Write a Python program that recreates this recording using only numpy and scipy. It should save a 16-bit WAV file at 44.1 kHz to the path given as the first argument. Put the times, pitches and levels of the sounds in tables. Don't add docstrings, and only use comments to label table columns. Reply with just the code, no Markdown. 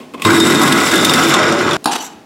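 import sys
import numpy as np
from scipy import signal
from scipy.fft import rfft, irfft, next_fast_len
from scipy.io import wavfile
from scipy.ndimage import uniform_filter1d, map_coordinates

SR = 44100
rng = np.random.default_rng(int(sys.argv[2]) if len(sys.argv) > 2 else 0)


def rack_gain(trim_db):
    fader = np.asarray(trim_db, float)
    return 10 ** (fader / 20)


def output_pcm(signal):
    pcm = np.clip(np.atleast_2d(signal).T, -1, 1) * 32767
    wavfile.write(sys.argv[1], SR, np.round(pcm).astype(np.int16))


N = 99225
T = np.arange(N) / SR
START_S, RELEASE_S, CUT_S = 0.2495, 1.295, 1.768
TILT_HZ = 2140


def unit(x):
    return x / np.sqrt(np.mean(x ** 2) + 1e-20)


def along(points, hz):
    f, v = np.transpose(points)
    return np.interp(np.log(hz + 1), np.log(f + 1), v)


def wobble(rate):
    knots = rng.standard_normal(int(N * rate / SR) + 4)
    return map_coordinates(knots, [np.arange(N) * rate / SR])


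def filtered(x, response):
    m = next_fast_len(N + SR // 2)
    return irfft(rfft(x, m) * response(np.fft.rfftfreq(m, 1 / SR)), m)[..., :N]


def ringing(x, modes):
    def body(f):
        total = 0
        for k, (hz, width, db) in enumerate(modes):
            total = total + (-1) ** k * rack_gain(db) * 1j * f * width / (hz * hz - f * f + 1j * f * width)
        return total
    return filtered(x, body)


def coloured(x, spectrum):
    return unit(filtered(x, lambda hz: rack_gain(along(spectrum, hz))))


def treble(x):
    return filtered(x, lambda f: (1j * f / (TILT_HZ + 1j * f)) ** 2)


def chunks(noise_share, clump_db):
    per_s, spread_db = 2600, 2
    size_db = spread_db * np.minimum(rng.exponential(size=N), np.pi)
    hits = (rng.random(N) < per_s / SR) * rng.standard_normal(N) * rack_gain(size_db)
    clumps = rack_gain(clump_db * (wobble(50) + wobble(150)))
    return unit((unit(hits) + noise_share * rng.standard_normal(N)) * clumps)


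def bursts(rows, rise_s=0.001):
    dull, bright = np.zeros(N), np.zeros(N)
    for s, db, t60, bright_db in rows:
        age = np.clip(T - s, 0, 3)
        burst = np.minimum(age / rise_s, 1) * rack_gain(db - 60 * age / t60) * rng.standard_normal(N)
        dull = dull + burst
        bright = bright + rack_gain(bright_db) * burst
    return dull - treble(dull) + treble(bright)


def patchy(x, depth_db):
    z = signal.stft(x, nperseg=256)[2]
    field = uniform_filter1d(rng.standard_normal(z.shape), size=6, axis=0)
    field = uniform_filter1d(field, size=3, axis=1)
    return signal.istft(z * rack_gain(depth_db * unit(field)), nperseg=256)[1][:N]


def swells(rows, unsteady=0.75):
    total = np.zeros(N)
    for s, long_s, hz, db in rows:
        envelope = rack_gain(db + 2.5 + 1.5 * wobble(70)) * np.exp(-((T - s) / long_s) ** 2 * 2)
        total = total + envelope * np.sin(2 * np.pi * hz * T + unsteady * wobble(60))
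    return total


# hz, level_db (per Hz)
FLOOR = [(18, -49), (30, -19), (221, -4.5), (295, -1), (554, -16), (666, -10.5), (1190, -21.5), (5740, -31),
         (16000, -44.5)]


def room_floor():
    return rack_gain(-40.5 + 1.8 * wobble(8.28)) * coloured(rng.standard_normal(N), FLOOR)


# hz, t60_s
ROOM_DECAY = [(200, 0.67), (2000, 0.7), (10000, 0.14)]
# hz, side_under_mid_db
ROOM_WIDTH = [(60, -30), (150, -46.5), (380, -26), (950, -21), (2400, -16), (6000, -18.5), (10000, -29.5),
              (15000, -12)]


def kitchen(x):
    wet_db, side_db = -10, -5.5
    hz, t, z = signal.stft(rng.standard_normal((2, SR // 2)), SR, nperseg=256)
    tail = signal.istft(z * rack_gain(-60 * t / along(ROOM_DECAY, hz)[:, None]), SR, nperseg=256)[1]
    tail = np.pad(tail, ((0, 0), (0, N)))[:, :N]
    tail = filtered(tail, lambda f: np.sqrt(along(ROOM_DECAY, 200) / along(ROOM_DECAY, f)))[:, :SR // 2]
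    tail = tail / np.linalg.norm(tail[0])
    delayed = np.pad(x, (200, 0))[None]
    mid, side = signal.fftconvolve(delayed, tail, axes=1)[:, :N]
    mid = x + rack_gain(wet_db) * mid
    side = filtered(side, lambda f: rack_gain(side_db + along(ROOM_WIDTH, f)))
    return np.array([mid + side, mid - side])


# start_s, level_db, t60_s, brightness_db
PRESSES = [
    (.1365, -28, 0.016, 3),
    (.142, -24.5, 0.046, -6),
    (.176, -37, 0.13, -15),
    (.196, -33, 0.13, 1),
    (.219, -33.5, 0.033, 26),
    (.224, -35.5, 0.7, 11),
    (.2415, -35, 0.06, 17),
    (.2497, -17, 0.017, 14),
]
# pitch_hz, width_hz, level_db
LID_MODES = [(255, 48, 22.5), (670, 600, 2), (1068, 41, 16), (2070, 170, 0), (2550, 230, 3),
             (3270, 790, -4), (5500, 2200, -14.5), (8200, 1600, -14), (12000, 6800, -24)]


def hand():
    earlier = bursts([(0, -40, 0.3, 1.5)])
    return 4 * ringing(bursts(PRESSES) + earlier, LID_MODES)


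# start_s, level_db, t60_s, brightness_db
SPOON_TAPS = [
    (1.842, -36, 0.023, 28),
    (1.8568, 0.5, 0.022, 1.5),
    (1.868, -18.5, 0.34, -24),
    (1.953, -17.5, 0.027, 1),
]
# pitch_hz, width_hz, level_db
OPEN_CUP_MODES = [(298, 72, 7.5), (687, 100, 2), (847, 63, 13.5), (1700, 370, -17), (2500, 260, -11),
                  (4000, 210, -5), (4600, 220, -8), (5500, 130, -14), (6600, 150, -15), (7300, 730, -17),
                  (9250, 160, -7), (11000, 470, -14), (12400, 1500, -27)]
# start_s, length_s, level_db, spoon_ring_db
STROKES = [
    (1.859, 0.04, -31.5, -24),
    (1.909, 0.029, -15, -11.5),
    (1.943, 0.021, -18, -22),
    (1.97, 0.022, -26, -20),
    (1.995, 0.029, -30.5, 1),
    (2.023, 0.022, -33, -1),
    (2.04, 0.027, -36.5, 5.5),
    (2.064, 0.068, -45, -7),
]
# hz, level_db (per Hz)
RASP_SPECTRUM = [(120, -28), (200, -4.5), (806, -1.5), (1810, -8.5), (2210, -9.5), (2800, -7.5),
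                 (8740, -17.5), (13800, -25), (16000, -39)]
# pitch_hz, width_hz, level_db
SPOON_MODES = [(2945, 71, -8), (3740, 110, 2.5), (5880, 240, 3.5), (6780, 140, 6), (7600, 140, 5.5),
               (8960, 170, -6), (10200, 360, -11), (12500, 1500, -9)]
# peak_s, length_s, pitch_hz, level_db
SPOON_SQUEAKS = [
    (1.93, .015, 8300, -31.5),
    (1.962, 0.011, 3850, -28),
    (2.008, .015, 2980, -28),
    (2.006, .015, 4500, -36),
    (2.005, 0.013, 5950, -34),
    (2.055, .018, 7600, -36),
]


def spoon():
    rub = chunks(noise_share=1.2, clump_db=2.2)
    rasp = coloured(rub, RASP_SPECTRUM)
    ring = unit(ringing(rub, SPOON_MODES))
    strokes = np.zeros(N)
    for s, long_s, db, ring_db in STROKES:
        rise = np.clip((T - s) / 0.011, 0, 1)
        fall = rack_gain(-60 * np.clip(T - s - long_s, 0, 3) / 0.03)
        strokes = strokes + rack_gain(db) * rise * fall * (rasp + rack_gain(ring_db) * ring)

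    def dead_spot(f):
        hz, width_hz, db = 550, 135, -14
        return 1 - (1 - rack_gain(db)) * 1j * f * width_hz / (hz ** 2 - f * f + 1j * f * width_hz)

    taps = 5 * ringing(bursts(SPOON_TAPS), OPEN_CUP_MODES)
    return filtered(taps + strokes, dead_spot) + swells(SPOON_SQUEAKS)


def motor_hum():
    mains_hz, level_db, surge_db, surge_t60 = 101.7, -19.5, 16.5, 0.49
    surge = 1 + rack_gain(surge_db - 60 * np.abs(T - START_S) / surge_t60)
    return rack_gain(level_db + 1.8 * wobble(9.9)) * surge * np.sin(2 * np.pi * mains_hz * T + wobble(14))


# pitch_hz, width_hz, level_db
BASE_MODES = [(99.4, 6.1, -12.5), (143.8, 4.2, 0), (170.8, 5.3, -8.5), (197.7, 14, -0.5), (213.5, 33, 1.5),
              (277, 38, 1), (334.7, 12, 6.5), (374.6, 14.2, 0.5), (431.3, 22.4, -4.5), (500, 21, -16),
              (580, 30, -17.5)]


def drumming_base(drum_db, coast):
    tilt_db = 14
    base = unit(ringing(chunks(noise_share=1.06, clump_db=0.34), BASE_MODES))
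    higher = unit(filtered(base, lambda f: rack_gain(tilt_db * np.log2(np.clip(f, 20, 700)))))
    return rack_gain(-1 + drum_db) * ((1 - coast) * base + coast * higher)


# start_s, level_db, t60_s
LID_JOLTS = [
    (0.249, -1.5, 1),
    (0.613, -5, 0.49),
    (1.342, -8.5, 0.72),
]


def lid_buzz(blows):
    jolt = sum((T >= s) * rack_gain(db - 60 * np.abs(T - s) / t60) for s, db, t60 in LID_JOLTS)
    return jolt * unit(ringing(blows, [(1064, 38, 0)]))


def wall_grit(hard, slap, coast):
    corner_hz = 7000
    ticks = chunks(noise_share=0.32, clump_db=3) * slap + 0.66 * hard
    grit = unit(filtered(ticks, lambda f: (1j * f / (corner_hz + 1j * f)) ** 4))
    return rack_gain(-29 - 6.4 * coast) * patchy(grit, depth_db=3.5)


# time_s, pitch_hz, clean_part_db
BLADE_PITCH = [(.25, 3748, 2.5), (.6, 3684, -8), (.85, 3630, -15), (1.1, 3640, -13), (1.25, 3547, -7),
               (1.4, 3680, -15), (1.76, 3520, -14)]


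def blade_ring(ring_db, clang, slap):
    width_hz, loaded_width_hz, loaded_db = 19, 380, -3
    s, ring_hz, clean_db = np.transpose(BLADE_PITCH)
    turn = np.exp(2j * np.pi * np.cumsum(np.interp(T, s, ring_hz)) / SR)
    kick = (chunks(noise_share=3.1, clump_db=0.5) * slap + 1.73 * clang) / turn

    def resonance(pole):
        slow = filtered(kick.real, pole) + 1j * filtered(kick.imag, pole)
        return unit((slow * turn).real)

    clean = resonance(lambda f: 1 / (1 + 2j * f / width_hz))
    loaded = resonance(lambda f: 1 / (1 + 2j * f / loaded_width_hz) ** 2)
    return rack_gain(0.5 + ring_db) * (rack_gain(np.interp(T, s, clean_db)) * clean + rack_gain(loaded_db) * loaded)


# pitch_hz, width_hz, level_db, change_db once paste coats the wall
CUP_MODES = [(1120, 190, -8, 5), (1289, 15, 12, 0.5), (1439, 95, 5, -1.5), (1658, 31, 8, -2.5),
             (2017, 96, 3.5, -15), (2446, 16, 3, -1.5), (4950, 82, -17.5, 3), (5600, 300, -6, 2.5),
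             (7280, 156, -14.5, 5.5), (7900, 110, -1, -16), (8960, 140, -19, -13), (9700, 320, -10.5, -2),
             (11170, 920, -20.5, -2), (12060, 1000, -17, 0.5)]
# hz, level_db (per Hz)
CHURN_SPECTRUM = [(35, -51), (60, -74), (146, 5.5), (346, -4), (593, -3), (3040, -11.5), (3670, -16),
                  (7750, -18), (16000, -31.5)]


def cup_wall(blows, hard, bite_db, coast):
    struck = blows + hard
    bare = ringing(struck, [(hz, width, db) for hz, width, db, _ in CUP_MODES])
    coated = ringing(struck, [(hz, width, db + more_db) for hz, width, db, more_db in CUP_MODES])
    paste = np.clip((T - START_S) / (CUT_S - START_S), 0, 1)
    wall = rack_gain(-5.5) * unit((1 - paste) * bare + paste * coated)
    wall = wall + rack_gain(-4.5) * coloured(blows + 1.83 * hard, CHURN_SPECTRUM)
    wall = patchy(wall, depth_db=1.96)
    wall = wall + (rack_gain(11 + bite_db) - 1) * treble(wall)
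    spray_hz, spray_db = 10400, -1.5 - 19 * coast
    return wall + (rack_gain(spray_db) - 1) * filtered(wall, lambda f: 1 / (1 + (spray_hz / (f + 1)) ** 4))


# start_s, level_db (peak), blade_ring_db
HARD_CHUNKS = [(0.3025, 0, -6), (0.399, -2, -9), (0.415, -12, 0), (0.467, -3.5, -3), (0.5057, -6, 2),
               (0.548, -7.5, -10), (0.554, -7, 4), (0.615, -0.5, -6), (0.632, 0, 0), (0.658, -8, -3),
               (0.6747, -2.5, -7), (0.685, -8, -9), (0.7224, 3.5, -1.5), (0.799, -6, 4), (0.9138, -7, -8),
               (0.938, -7, -10), (0.954, 0, -8), (0.9762, -11, -9), (1.0191, -16, 0), (1.0462, 7, 1),
               (1.094, 1.5, 3), (1.135, 3.5, 0.5), (1.1723, -8, -4), (1.235, -3, -1), (1.303, -9, 2),
               (1.3382, 4.5, -1.5), (1.3873, -16, -7), (1.429, -7, -1), (1.4806, -16, 4),
               (1.521, -5.5, -1.5), (1.5898, -9, -4), (1.6113, -10, -17), (1.709, -6.5, 1.5),
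               (1.7305, -3.5, -3)]


def hard_strikes(effort_db, rings):
    rows = [(s, db - 0.5 + rings * more_db, 0.035, 0) for s, db, more_db in HARD_CHUNKS]
    return treble(bursts(rows, rise_s=0.0023)) / rack_gain(effort_db)


# time_s, passes_count over the lump
BLADE_PASSES = [(1.3, -11), (1.3634, 0), (1.4265, 10), (1.4832, 20), (1.5417, 30), (1.6473, 45),
                (1.7468, 60), (1.8, 68)]


def blade_passes(coast):
    fall_db, spread_db, scatter, peak = 19, 2, 0.08, 0.35
    count = np.interp(T, *np.transpose(BLADE_PASSES)) + scatter * wobble(60) + 12.4
    size_db = spread_db * rng.standard_normal(100)[count.astype(int)]
    phase = count % 1
    away = np.maximum(1 - phase / peak, (phase - peak) / (1 - peak))
    gain = rack_gain(size_db - fall_db * away)
    return (gain / np.sqrt(np.mean(gain[coast > 0] ** 2))) ** coast


# time_s, effort_db, drumming_db, blade_bite_db, blade_ring_db
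GRINDING = [(0.255, -12, -18, -8, -7), (0.263, -9.5, 5, -8, -16), (0.291, -10, -2.5, -15.5, -19),
            (0.325, -12, 5, -7.5, -12.5), (0.741, -11.5, -1.5, -11, -12), (0.905, -13.5, -9.5, -6.5, -8.5),
            (0.935, -9.5, -3, -9.5, -8.5), (1.113, -10.5, -4.5, -10.5, -10),
            (1.267, -9.5, -6.5, -11.5, -13.5), (1.297, -12.5, 0.5, -3.5, -12),
            (1.305, -8.5, -14, -12.5, -9.5), (1.347, -7, -17, -8.5, -6), (1.373, -10, -5, -9, -19),
            (1.393, -10, -8, -8.5, -4.5), (1.545, -13, -3, -10.5, -10), (1.575, -15, -0.5, -9.5, -10),
            (1.709, -13.5, -2.5, -11, -8), (1.765, -14, -4, -12.5, -12.5)]
# peak_s, length_s, pitch_hz, level_db
MODE_SWELLS = [(.151, 0.0085, 1068, -25.5), (1.66, 0.059, 100, -28), (.42, 0.026, 3686, -13),
               (.95, .04, 1650, -17.5), (1.098, 0.011, 3680, -12), (1.29, 0.027, 218.3, -21),
               (1.41, 0.055, 608.6, -18.5), (1.43, .05, 500, -20), (1.465, 0.032, 435, -21),
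               (1.53, 0.067, 580, -21.5), (1.6, 0.051, 365, -18)]


def grinder():
    s, *columns = np.transpose(GRINDING)
    effort_db, drum_db, bite_db, ring_db = [np.interp(T, s, c) for c in columns]
    coast = np.clip((T - RELEASE_S) / 0.08, 0, 1)
    slap = blade_passes(coast)
    blows = chunks(noise_share=1.0, clump_db=1.0)
    blows = blows + (slap - 1) * treble(blows)
    hard = hard_strikes(effort_db, rings=0)
    clang = hard_strikes(effort_db, rings=1)
    run = motor_hum() + drumming_base(drum_db, coast) + lid_buzz(blows)
    run = run + wall_grit(hard, slap, coast) + blade_ring(ring_db, clang, slap)
    run = run + cup_wall(blows, hard, bite_db, coast)
    return (T >= START_S) * rack_gain(effort_db) * run + swells(MODE_SWELLS)


def scene():
    grinding = (T < CUT_S) * kitchen(grinder() + hand())
    return grinding + kitchen(spoon()) + room_floor()


def band_limit(x):
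    return signal.sosfilt(signal.butter(12, 16520, fs=SR, output="sos"), x)


def record(dry):
    low_cut_hz, rumble_cut_hz, top_hz = 27, 62, 15900
    threshold_db, share, memory_s = -12.5, 0.36, 0.0043
    top, knee = 0.92, 4.5
    x = filtered(dry, lambda f: (1j * f / (low_cut_hz + 1j * f)) ** 2)
    power = filtered(np.mean(x ** 2, axis=0), lambda f: 1 / (1 + 2j * np.pi * f * memory_s))
    level = np.sqrt(np.abs(power))
    x = x * np.maximum(level / rack_gain(threshold_db), 1) ** -share
    x = x / (1 + np.abs(x / top) ** knee) ** (1 / knee)
    x = filtered(x, lambda f: (f < top_hz) * (1j * f / (rumble_cut_hz + 1j * f)) ** 2)
    return band_limit(x)


dry = scene()
out = record(dry)
output_pcm(out)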